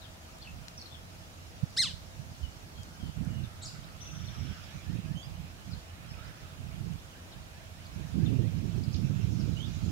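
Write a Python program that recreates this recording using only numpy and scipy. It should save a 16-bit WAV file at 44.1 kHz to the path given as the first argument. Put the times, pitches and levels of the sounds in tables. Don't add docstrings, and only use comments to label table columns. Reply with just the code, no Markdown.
import sys
import numpy as np
from scipy import signal
from scipy.fft import rfft, irfft
from scipy.io import wavfile
from scipy.ndimage import uniform_filter1d

SR = 44100
rng = np.random.default_rng(int(sys.argv[2]) if len(sys.argv) > 2 else 0)


def digitize_waveform(pressure):
    field = np.atleast_2d(pressure).T
    bounded = np.clip(field, -1, 1)
    quanta = np.round(bounded * 32767).astype(np.int16)
    wavfile.write(sys.argv[1], SR, quanta)


N = 437031


def gain_of(db):
    return 10 ** (np.asarray(db) / 20)


def unit_rms(x):
    return x / np.sqrt(np.mean(x ** 2) + 1e-20)


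def at_hz(points, hz):
    f, value = np.transpose(points)
    return np.interp(np.log(hz + 1), np.log(f + 1), value)


def curve(rows, column=1):
    rows = np.asarray(rows)
    return np.interp(np.arange(N) / SR, rows[:, 0], rows[:, column])


def place(mix, start_s, sound, pan_db=0):
    lag_s_per_db, longest_lag_s = 2.5e-5, 1.6e-4
    for channel, lean_db in zip(mix, (pan_db, -pan_db)):
        lag_s = np.clip(-lean_db * lag_s_per_db, 0, longest_lag_s)
        part = channel[round(start_s * SR) + int(lag_s * SR):][:len(sound)]
        part += gain_of(lean_db / 2) * sound[:len(part)]


def wander(n, rate_hz):
    hz = np.fft.rfftfreq(n, 1 / SR)
    return unit_rms(irfft(rfft(rng.standard_normal(n)) / (1 + (hz / rate_hz) ** 4), n))


def noise(colour, patchy_db=0, likeness=None, size=1024):
    frames, hz = 4 * N // size + 5, np.fft.rfftfreq(size, 1 / SR)
    a, b, c, d, patches = rng.standard_normal((frames, len(hz), 5)).T
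    patches = unit_rms(uniform_filter1d(uniform_filter1d(patches, size=9, axis=0), size=7, axis=1))
    shared = np.clip(at_hz(likeness, hz), -1, 1)[:, None] if likeness else 0
    left = a + 1j * b
    right = shared * left + np.sqrt(1 - shared ** 2) * (c + 1j * d)
    spectra = np.array([left, right]) * gain_of(patchy_db * patches)
    white = signal.istft(spectra, nperseg=size, noverlap=size - size // 4)[1][:, :N]
    tilt = gain_of(at_hz(colour, np.fft.rfftfreq(N, 1 / SR)))
    return unit_rms(irfft(rfft(white) * tilt, N))


def note(length_s, first_hz, middle_hz, last_hz, rough, flutter_hz, flicker_db=0):
    progress = np.linspace(0, 1, max(int(length_s * SR), 64))
    hz = np.polyval(np.polyfit([0, .5, 1], [first_hz, middle_hz, last_hz], 2), progress)
    hz *= 1 + rough * wander(len(hz), flutter_hz)
    swell = np.sqrt(2 * abs(np.sin(np.pi * progress)))
    flicker = unit_rms(gain_of(flicker_db * wander(len(hz), flutter_hz)))
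    return swell * flicker * np.sin(2 * np.pi * np.cumsum(hz) / SR)


def trees(x, t60, gap_s=.002):
    t = np.arange(SR) / SR
    taps = rng.standard_normal((2, SR)) * (rng.random((2, SR)) < 2000 / SR)
    taps *= gain_of(-60 * t / t60) * (t > gap_s)
    taps /= np.linalg.norm(taps, axis=1, keepdims=True)
    return signal.fftconvolve(x, taps, axes=1)[:, :N]


def air():
    # frequency in Hz, relative spectral level in dB.
    colour = [(15, -48), (25, -9.5), (91, -1.5), (113, -4.5), (174, -9), (194, -11.5), (261, -10.5),
              (291, -13.5), (324, -13.5), (540, -24), (618, -14), (1030, -18.5), (1630, -21), (5200, -27),
              (15700, -36.5)]
    # frequency in Hz, correlation.
    likeness = [(30, 0.26), (100, 0.93), (290, 0.69), (640, 0.15), (1400, -0.43), (3100, -0.51),
                (7000, -0.08), (15000, 0.18)]
    # frequency in Hz, left over right in dB.
    lean = [(40, -9.5), (200, 1.5), (400, 2), (1300, -3.5), (4400, 0.6), (15000, -2)]
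    # centre in Hz, width in Hz, level in dB.
    drones = [(86.8, 12.7, -57), (175.3, 13.3, -66.5), (514, 104, -67.5), (644.7, 13.5, -69.5),
              (9250, 70, -96)]
    hz = np.fft.rfftfreq(N, 1 / SR)
    lean_db = at_hz(lean, hz) * np.array([[.5], [-.5]])
    hush = gain_of(lean_db - 51) * rfft(noise(colour, patchy_db=1, likeness=likeness))
    white = rfft(noise([(1, 0), (SR / 2, 0)], likeness=likeness))
    bands = 0
    for centre, width, db in drones:
        peak = gain_of(db) * np.sqrt(SR / 2 / width)
        bands += peak / (1 + ((hz - centre) / (width * np.sqrt(.5))) ** 4)
    return irfft(hush + white * bands, N)


def chorus():
    # frequency in Hz, relative spectral level in dB.
    ranges = [
        [(500, -35), (950, -16), (1280, 5.5), (1600, 0), (2200, -7), (2700, -14), (8000, -44)],
        [(1000, -39), (1800, -11.5), (2400, 1.5), (3100, -0.5), (4000, -7), (5000, -29), (10000, -35)],
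        [(2000, -24), (3500, -4), (5200, 0.5), (7000, -2), (7900, -16.5), (10000, -23)],
    ]
    # time in seconds, then low, middle and high band in relative dB.
    levels = [(0, -64, -62.5, -62.5), (2.5, -69.5, -65.5, -61), (3.4, -60, -64.5, -64.5),
              (4.2, -62, -59, -63), (4.65, -56.5, -57, -59), (5.2, -71, -62, -67), (5.8, -66, -63, -64),
              (6.02, -64, -60.5, -69), (6.27, -56, -62, -65), (6.55, -66, -63, -67),
              (7.4, -70.5, -66, -67.5), (8.2, -69, -61, -64), (9.9, -62.5, -59, -56)]
    voices = sum(noise(colour, patchy_db=3) * gain_of(curve(levels, column) - 1)
                 for column, colour in enumerate(ranges, 1))
    pan_db = curve([(0, -.5), (4.5, -7.5), (7.5, -12.5), (9.9, -7)])
    return voices * gain_of([pan_db / 2, -pan_db / 2])


def chirps(scoop=.32):
    # start and length in seconds, first and last pitch in Hz,
    # relative level in dB, left over right in dB.
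    glides = [(0.008, 0.056, 4160, 3270, -55.5, 15.5), (0.411, 0.021, 3910, 5030, -48.5, 8),
              (0.421, 0.09, 3675, 2540, -52, 1.5), (0.774, 0.028, 6300, 4550, -44, -3),
              (0.802, 0.017, 3950, 5700, -49, 3), (0.814, 0.016, 5700, 4000, -46, 2.5),
              (0.856, 0.022, 4430, 4050, -48.5, 10), (.91, 0.022, 3380, 3630, -53, 13),
              (0.938, 0.0282, 3850, 2990, -51, 5), (2.424, 0.044, 3150, 2900, -53, 14.5),
              (2.745, 0.093, 3270, 3210, -65, 18), (2.989, 0.12, 3380, 2970, -57, 9),
              (3.278, 0.15, 2885, 2880, -58.5, -3), (3.434, 0.027, 4300, 3400, -52.5, 4.5),
              (3.83, 0.018, 3260, 4000, -52, -3.5), (4.064, 0.038, 3040, 2590, -53.5, -5),
              (4.268, 0.023, 5300, 3350, -51.5, 11), (5.147, 0.095, 3005, 3620, -51.5, -12.5),
              (5.165, .06, 6180, 7060, -60, -8), (5.225, 0.047, 4700, 5240, -52.5, -7),
              (5.707, .035, 6080, 3990, -49, 5.5), (6.086, .044, 5600, 5090, -53, 4.5),
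              (6.242, .04, 4450, 5520, -59, 6.5), (7.31, 0.045, 5750, 2680, -56.5, 9),
              (7.846, 0.029, 6200, 3820, -55, -1), (8.246, .047, 4840, 2510, -50, 9),
              (8.832, .016, 6030, 4500, -51, 10), (8.929, 0.0096, 4700, 7500, -45.5, -9),
              (8.94, 0.013, 6520, 3140, -42, -4.5), (8.957, 0.009, 4250, 6500, -48, -8),
              (9.397, 0.022, 5900, 4140, -52, 9), (9.558, .11, 2860, 3860, -47.5, -12),
              (9.653, .06, 4560, 5050, -63, -6)]
    # start and length in seconds, first, middle and last pitch in Hz,
    # relative level in dB, left over right in dB.
    squeak = [(3.614, 0.036, 3700, 4030, 4300, -49, 0.0056), (3.62, 0.04, 7900, 7330, 6800, -46.5, 0),
              (3.644, 0.046, 6000, 5020, 4650, -45.5, 0), (3.655, .025, 9900, 9200, 7800, -61, 0)]
    clear, harsh = np.zeros((2, 2, N))
    for start, length, first, last, db, pan_db in glides:
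        middle = min(first, last) + scoop * abs(last - first)
        scratchy = abs(last - first) / length > 12000
        rough, flicker_db = (.035, 4.5) if scratchy else (.007, 3)
        chirp = note(length, first, middle, last, rough, flutter_hz=200, flicker_db=flicker_db)
        place(clear, start, gain_of(db) * chirp, pan_db)
    for start, length, *pitches, db, pan_db in squeak:
        rasp = note(length, *pitches, rough=.062, flutter_hz=604, flicker_db=4.5)
        place(harsh, start, gain_of(db) * rasp, pan_db)
    echoes = gain_of(-6.5) * trees(clear, t60=.3) + trees(harsh, t60=.5)
    return gain_of(-3) * clear + gain_of(-1.5) * harsh + echoes


def twitter(count=100):
    out = np.zeros((2, N))
    for when, pitch, slope, size, side in rng.random((count, 5)):
        hz, glide = 3000 + 2600 * pitch, 1 + .5 * (slope - .5)
        flick = note(.027, hz / glide, hz, hz * glide, rough=.029, flutter_hz=300)
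        place(out, when * N / SR, gain_of(-70 + 5 * size) * flick, pan_db=10 * (side - .5))
    return out + trees(out, t60=.21)


def twigs(decay_s=.0012):
    # start in seconds, level in dB, resonance in Hz.
    ticks = [(.385, -56, 7500), (.511, -63, 6500), (.683, -43, 4500), (2.833, -51, 7600),
             (3.249, -57, 8000), (6.935, -59, 7500)]
    out, t = np.zeros((2, N)), np.arange(SR // 50) / SR
    for start, db, hz in ticks:
        burst = rng.standard_normal(len(t)) * np.exp(-t / decay_s)
        resonance = signal.butter(2, [hz * .54, min(hz * 1.2, 12000)], "band", fs=SR)
        tick = signal.lfilter(*resonance, burst)
        place(out, start, gain_of(db) * tick / np.std(tick[:SR // 250]), pan_db=8)
    return out + gain_of(-19) * trees(out, t60=.2, gap_s=.0036)


def wind_level(attack_s=.018, release_s=.015):
    # time in seconds, level in dB.
    breeze = [(0, -68), (1.5, -53.5), (2, -50.5), (2.9, -51.5), (4.1, -44.5), (5.55, -51), (5.9, -56),
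              (6.6, -50.5), (7.2, -55.5), (7.75, -51), (8.25, -30), (8.8, -28), (9.5, -31.5), (9.9, -32.5)]
    # start and length of the hold in seconds, level in dB.
    puffs = [(0.49, 0.16, -44), (1.79, 0.17, -42), (2.17, 0.156, -43.5), (2.412, 0.077, -41.5),
             (2.793, 0.023, -40), (3.018, 0.076, -34), (3.182, .26, -30.5), (3.623, 0.18, -46.5),
             (4.134, 0.19, -37.5), (4.39, .13, -33), (4.728, .05, -39), (4.881, .11, -31),
             (5.047, 0.12, -34), (5.272, 0.18, -39), (5.679, .1, -37), (6.01, .3, -42), (6.43, 0.025, -43),
             (6.596, 0.22, -37.5), (6.818, 0.14, -33), (7.34, .09, -44), (7.962, 0.052, -34.5),
             (8.156, 0.317, -25), (8.997, 0.53, -27.5), (9.842, 0.12, -30)]
    t = np.arange(N) / SR
    power = gain_of(curve(breeze)) ** 2
    for start, length, db in puffs:
        falloff = np.maximum(start - t, 0) / attack_s + np.maximum(t - start - length, 0) / release_s
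        power += (gain_of(db) * np.exp(-np.minimum(falloff, 20))) ** 2
    return 10 * np.log10(power)


def wind():
    # frequency in Hz, relative spectral level in dB.
    light_gust = [(10, -35), (25, -36), (50, -0.5), (90, 2.5), (175, -2.5), (250, -18.5), (400, -49.5),
                  (900, -72)]
    strong_gust = [(10, -50), (25, -30), (50, -23), (85, 3.5), (165, 2), (250, -6.5), (350, -15),
                   (500, -27.5), (800, -39.5), (1500, -80)]
    level_db = wind_level()
    force = np.clip((level_db + 42.5) / 19, 0, 1) ** 1.9
    push = np.sqrt(1 - force) * noise(light_gust, size=2048)
    push += np.sqrt(force) * noise(strong_gust, patchy_db=2.5, size=2048)
    push /= np.sqrt(uniform_filter1d(push ** 2, size=2200, axis=1) + 1e-9)
    flutter_db = 2.03 * wander(N, rate_hz=37)
    return push * gain_of(level_db + flutter_db) * gain_of([[-24], [-.5]])


def thumps():
    # time of the peak in seconds, peak level in dB, pitch in Hz, half-length in seconds.
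    eddies = [(1.637, -14, 135, .003), (2.199, -28.5, 130, .005), (2.44, -24.5, 65, .007)]
    swings = np.zeros(N)
    for peak_s, db, hz, half_length in eddies:
        t = np.arange(N) / SR - peak_s
        envelope = gain_of(db) / np.cosh(np.clip(t / half_length, -20, 20))
        swings -= envelope * np.cos(2 * np.pi * hz * t)
    return swings * gain_of([[-30], [0]])


def near_bird():
    # frequency in Hz, gain in dB.
    beak = [(900, -25), (1500, -18), (2100, -14), (2800, -12.5), (3400, -11.5), (4150, -2), (5300, -0.5),
            (6000, -16), (7100, -17.5), (8300, -13.5), (9200, -23), (10500, -23.5), (11600, -37),
            (14700, -41)]
    # time in seconds, factor on their frequency.
    beak_opening = [(1.835, 0.98), (1.86, 0.73), (1.89, 0.74)]
    start_s, top_s, end_s = 1.763, 1.801, 1.935
    start_hz, top_hz, rest_hz, half_sink_s = 1052, 2114, 564, .044
    attack_s, hold_s, release_s = .014, .082, .017
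    db_per_octave, fade_db_per_s = 11, 175
    t = np.arange(start_s, end_s, 1 / SR)
    age = t - start_s
    rising = top_hz - (top_hz - start_hz) * ((top_s - t) / (top_s - start_s)) ** 2
    sinking = rest_hz + (top_hz - rest_hz) / (1 + ((t - top_s) / half_sink_s) ** 2)
    hz = np.where(t < top_s, rising, sinking)
    effort_db = -23.5 + db_per_octave * np.log2(hz / top_hz) - fade_db_per_s * np.maximum(age - hold_s, 0)
    opening = np.interp(t, *np.transpose(beak_opening))
    rough = np.interp(hz, [850, 1200, 2000], [.03, .016, .005])
    turns = np.cumsum(hz * (1 + rough * wander(len(t), rate_hz=630))) / SR
    voice = 0
    for k in range(1, 9):
        flicker_db = 20 * np.sqrt(rough) * wander(len(t), rate_hz=210)
        harmonic = np.sin(2 * np.pi * (k * turns + rng.random()))
        voice += gain_of(at_hz(beak, k * hz / opening) + flicker_db) * harmonic
    voice *= np.minimum(age / attack_s, 1) * np.clip((end_s - t) / release_s, 0, 1)
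    call = np.zeros((2, N))
    place(call, start_s, np.sqrt(2) * voice * gain_of(effort_db), pan_db=-.6)
    return call + call_echoes(call)


def call_echoes(call):
    # delay in seconds, gain in dB, left over right in dB.
    limbs = [(.009, -9.5, 3), (.018, -17, -4), (0.032, -21, 6)]
    highpass = signal.butter(2, 2600, "high", fs=SR, output="sos")
    scattered = signal.sosfilt(highpass, call)
    branches = gain_of(-9.5) * trees(scattered, t60=.35, gap_s=.006)
    for delay_s, db, pan_db in limbs:
        place(branches, delay_s, gain_of(db) * scattered[0], pan_db)
    return branches + gain_of(-25) * trees(scattered, t60=.55, gap_s=.04)


def trill(start_s=4.0, notes_per_s=21.2, count=14, accent_db=5, accent_s=.07):
    out = np.zeros((2, N))
    for age in np.arange(count) / notes_per_s:
        low_hz, high_hz = 3520 - 480 * age, 6000 - 1200 * age
        low_db = -55.5 - 8 * age
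        high_db = -53 - 13 * age + accent_db * np.exp(-age / accent_s)
        low = note(.0187, low_hz * .8, low_hz, low_hz * 1.09, rough=.017, flutter_hz=500)
        high = note(.038, high_hz * .98, high_hz, high_hz * 1.01, rough=.031, flutter_hz=600)
        place(out, start_s + age, gain_of(low_db) * low)
        place(out, start_s + age + .0049, gain_of(high_db) * high, pan_db=4)
    return gain_of(-1.5) * out + gain_of(-2) * trees(out, t60=.25)


def whistler(pan_db=-3):
    # start in seconds, lowest pitch in Hz, relative levels of whistle and answer in dB.
    whistles = [(4.1, 1550, -66, -70), (4.28, 1560, -63, -72), (4.48, 1500, -62, -69),
                (4.67, 1670, -63, -69), (4.85, 1720, -61, -64), (5.06, 1640, -62, -72),
                (5.5, 1490, -67, -70), (5.68, 1400, -63, -72), (5.89, 1760, -66, -67),
                (6.29, 1656, -66, -70), (7.08, 1424, -68, -61), (7.32, 1600, -65, -71),
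                (7.53, 1680, -63, -65), (7.73, 1720, -65, -67), (7.98, 1640, -64, -68),
                (8.18, 1570, -62, -67), (8.41, 1880, -62, -69)]
    out = np.zeros((2, N))
    for start, hz, db, answer_db in whistles:
        rise = np.interp(start, [5, 7.3], [1.24, 1.5])
        slur = note(.1, hz, hz * rise ** .18, hz * rise, rough=.005, flutter_hz=80)
        answer = note(.065, 1400, 1690, 1850, rough=.005, flutter_hz=80, flicker_db=2)
        place(out, start, gain_of(db) * slur, pan_db)
        place(out, start + .06, gain_of(answer_db) * answer, pan_db)
    return gain_of(-1.5) * out + gain_of(-6) * trees(out, t60=.4)


def scene():
    birds = near_bird() + chirps() + twitter() + whistler() + trill() + chorus()
    return birds + twigs() + wind() + thumps() + air()


def record(dry):
    edge_hz = 15800
    lowpass = signal.firwin(1023, edge_hz, window=("kaiser", 9), fs=SR)
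    return signal.oaconvolve(dry, lowpass[None], "same")


dry = scene()
out = record(dry)
digitize_waveform(out)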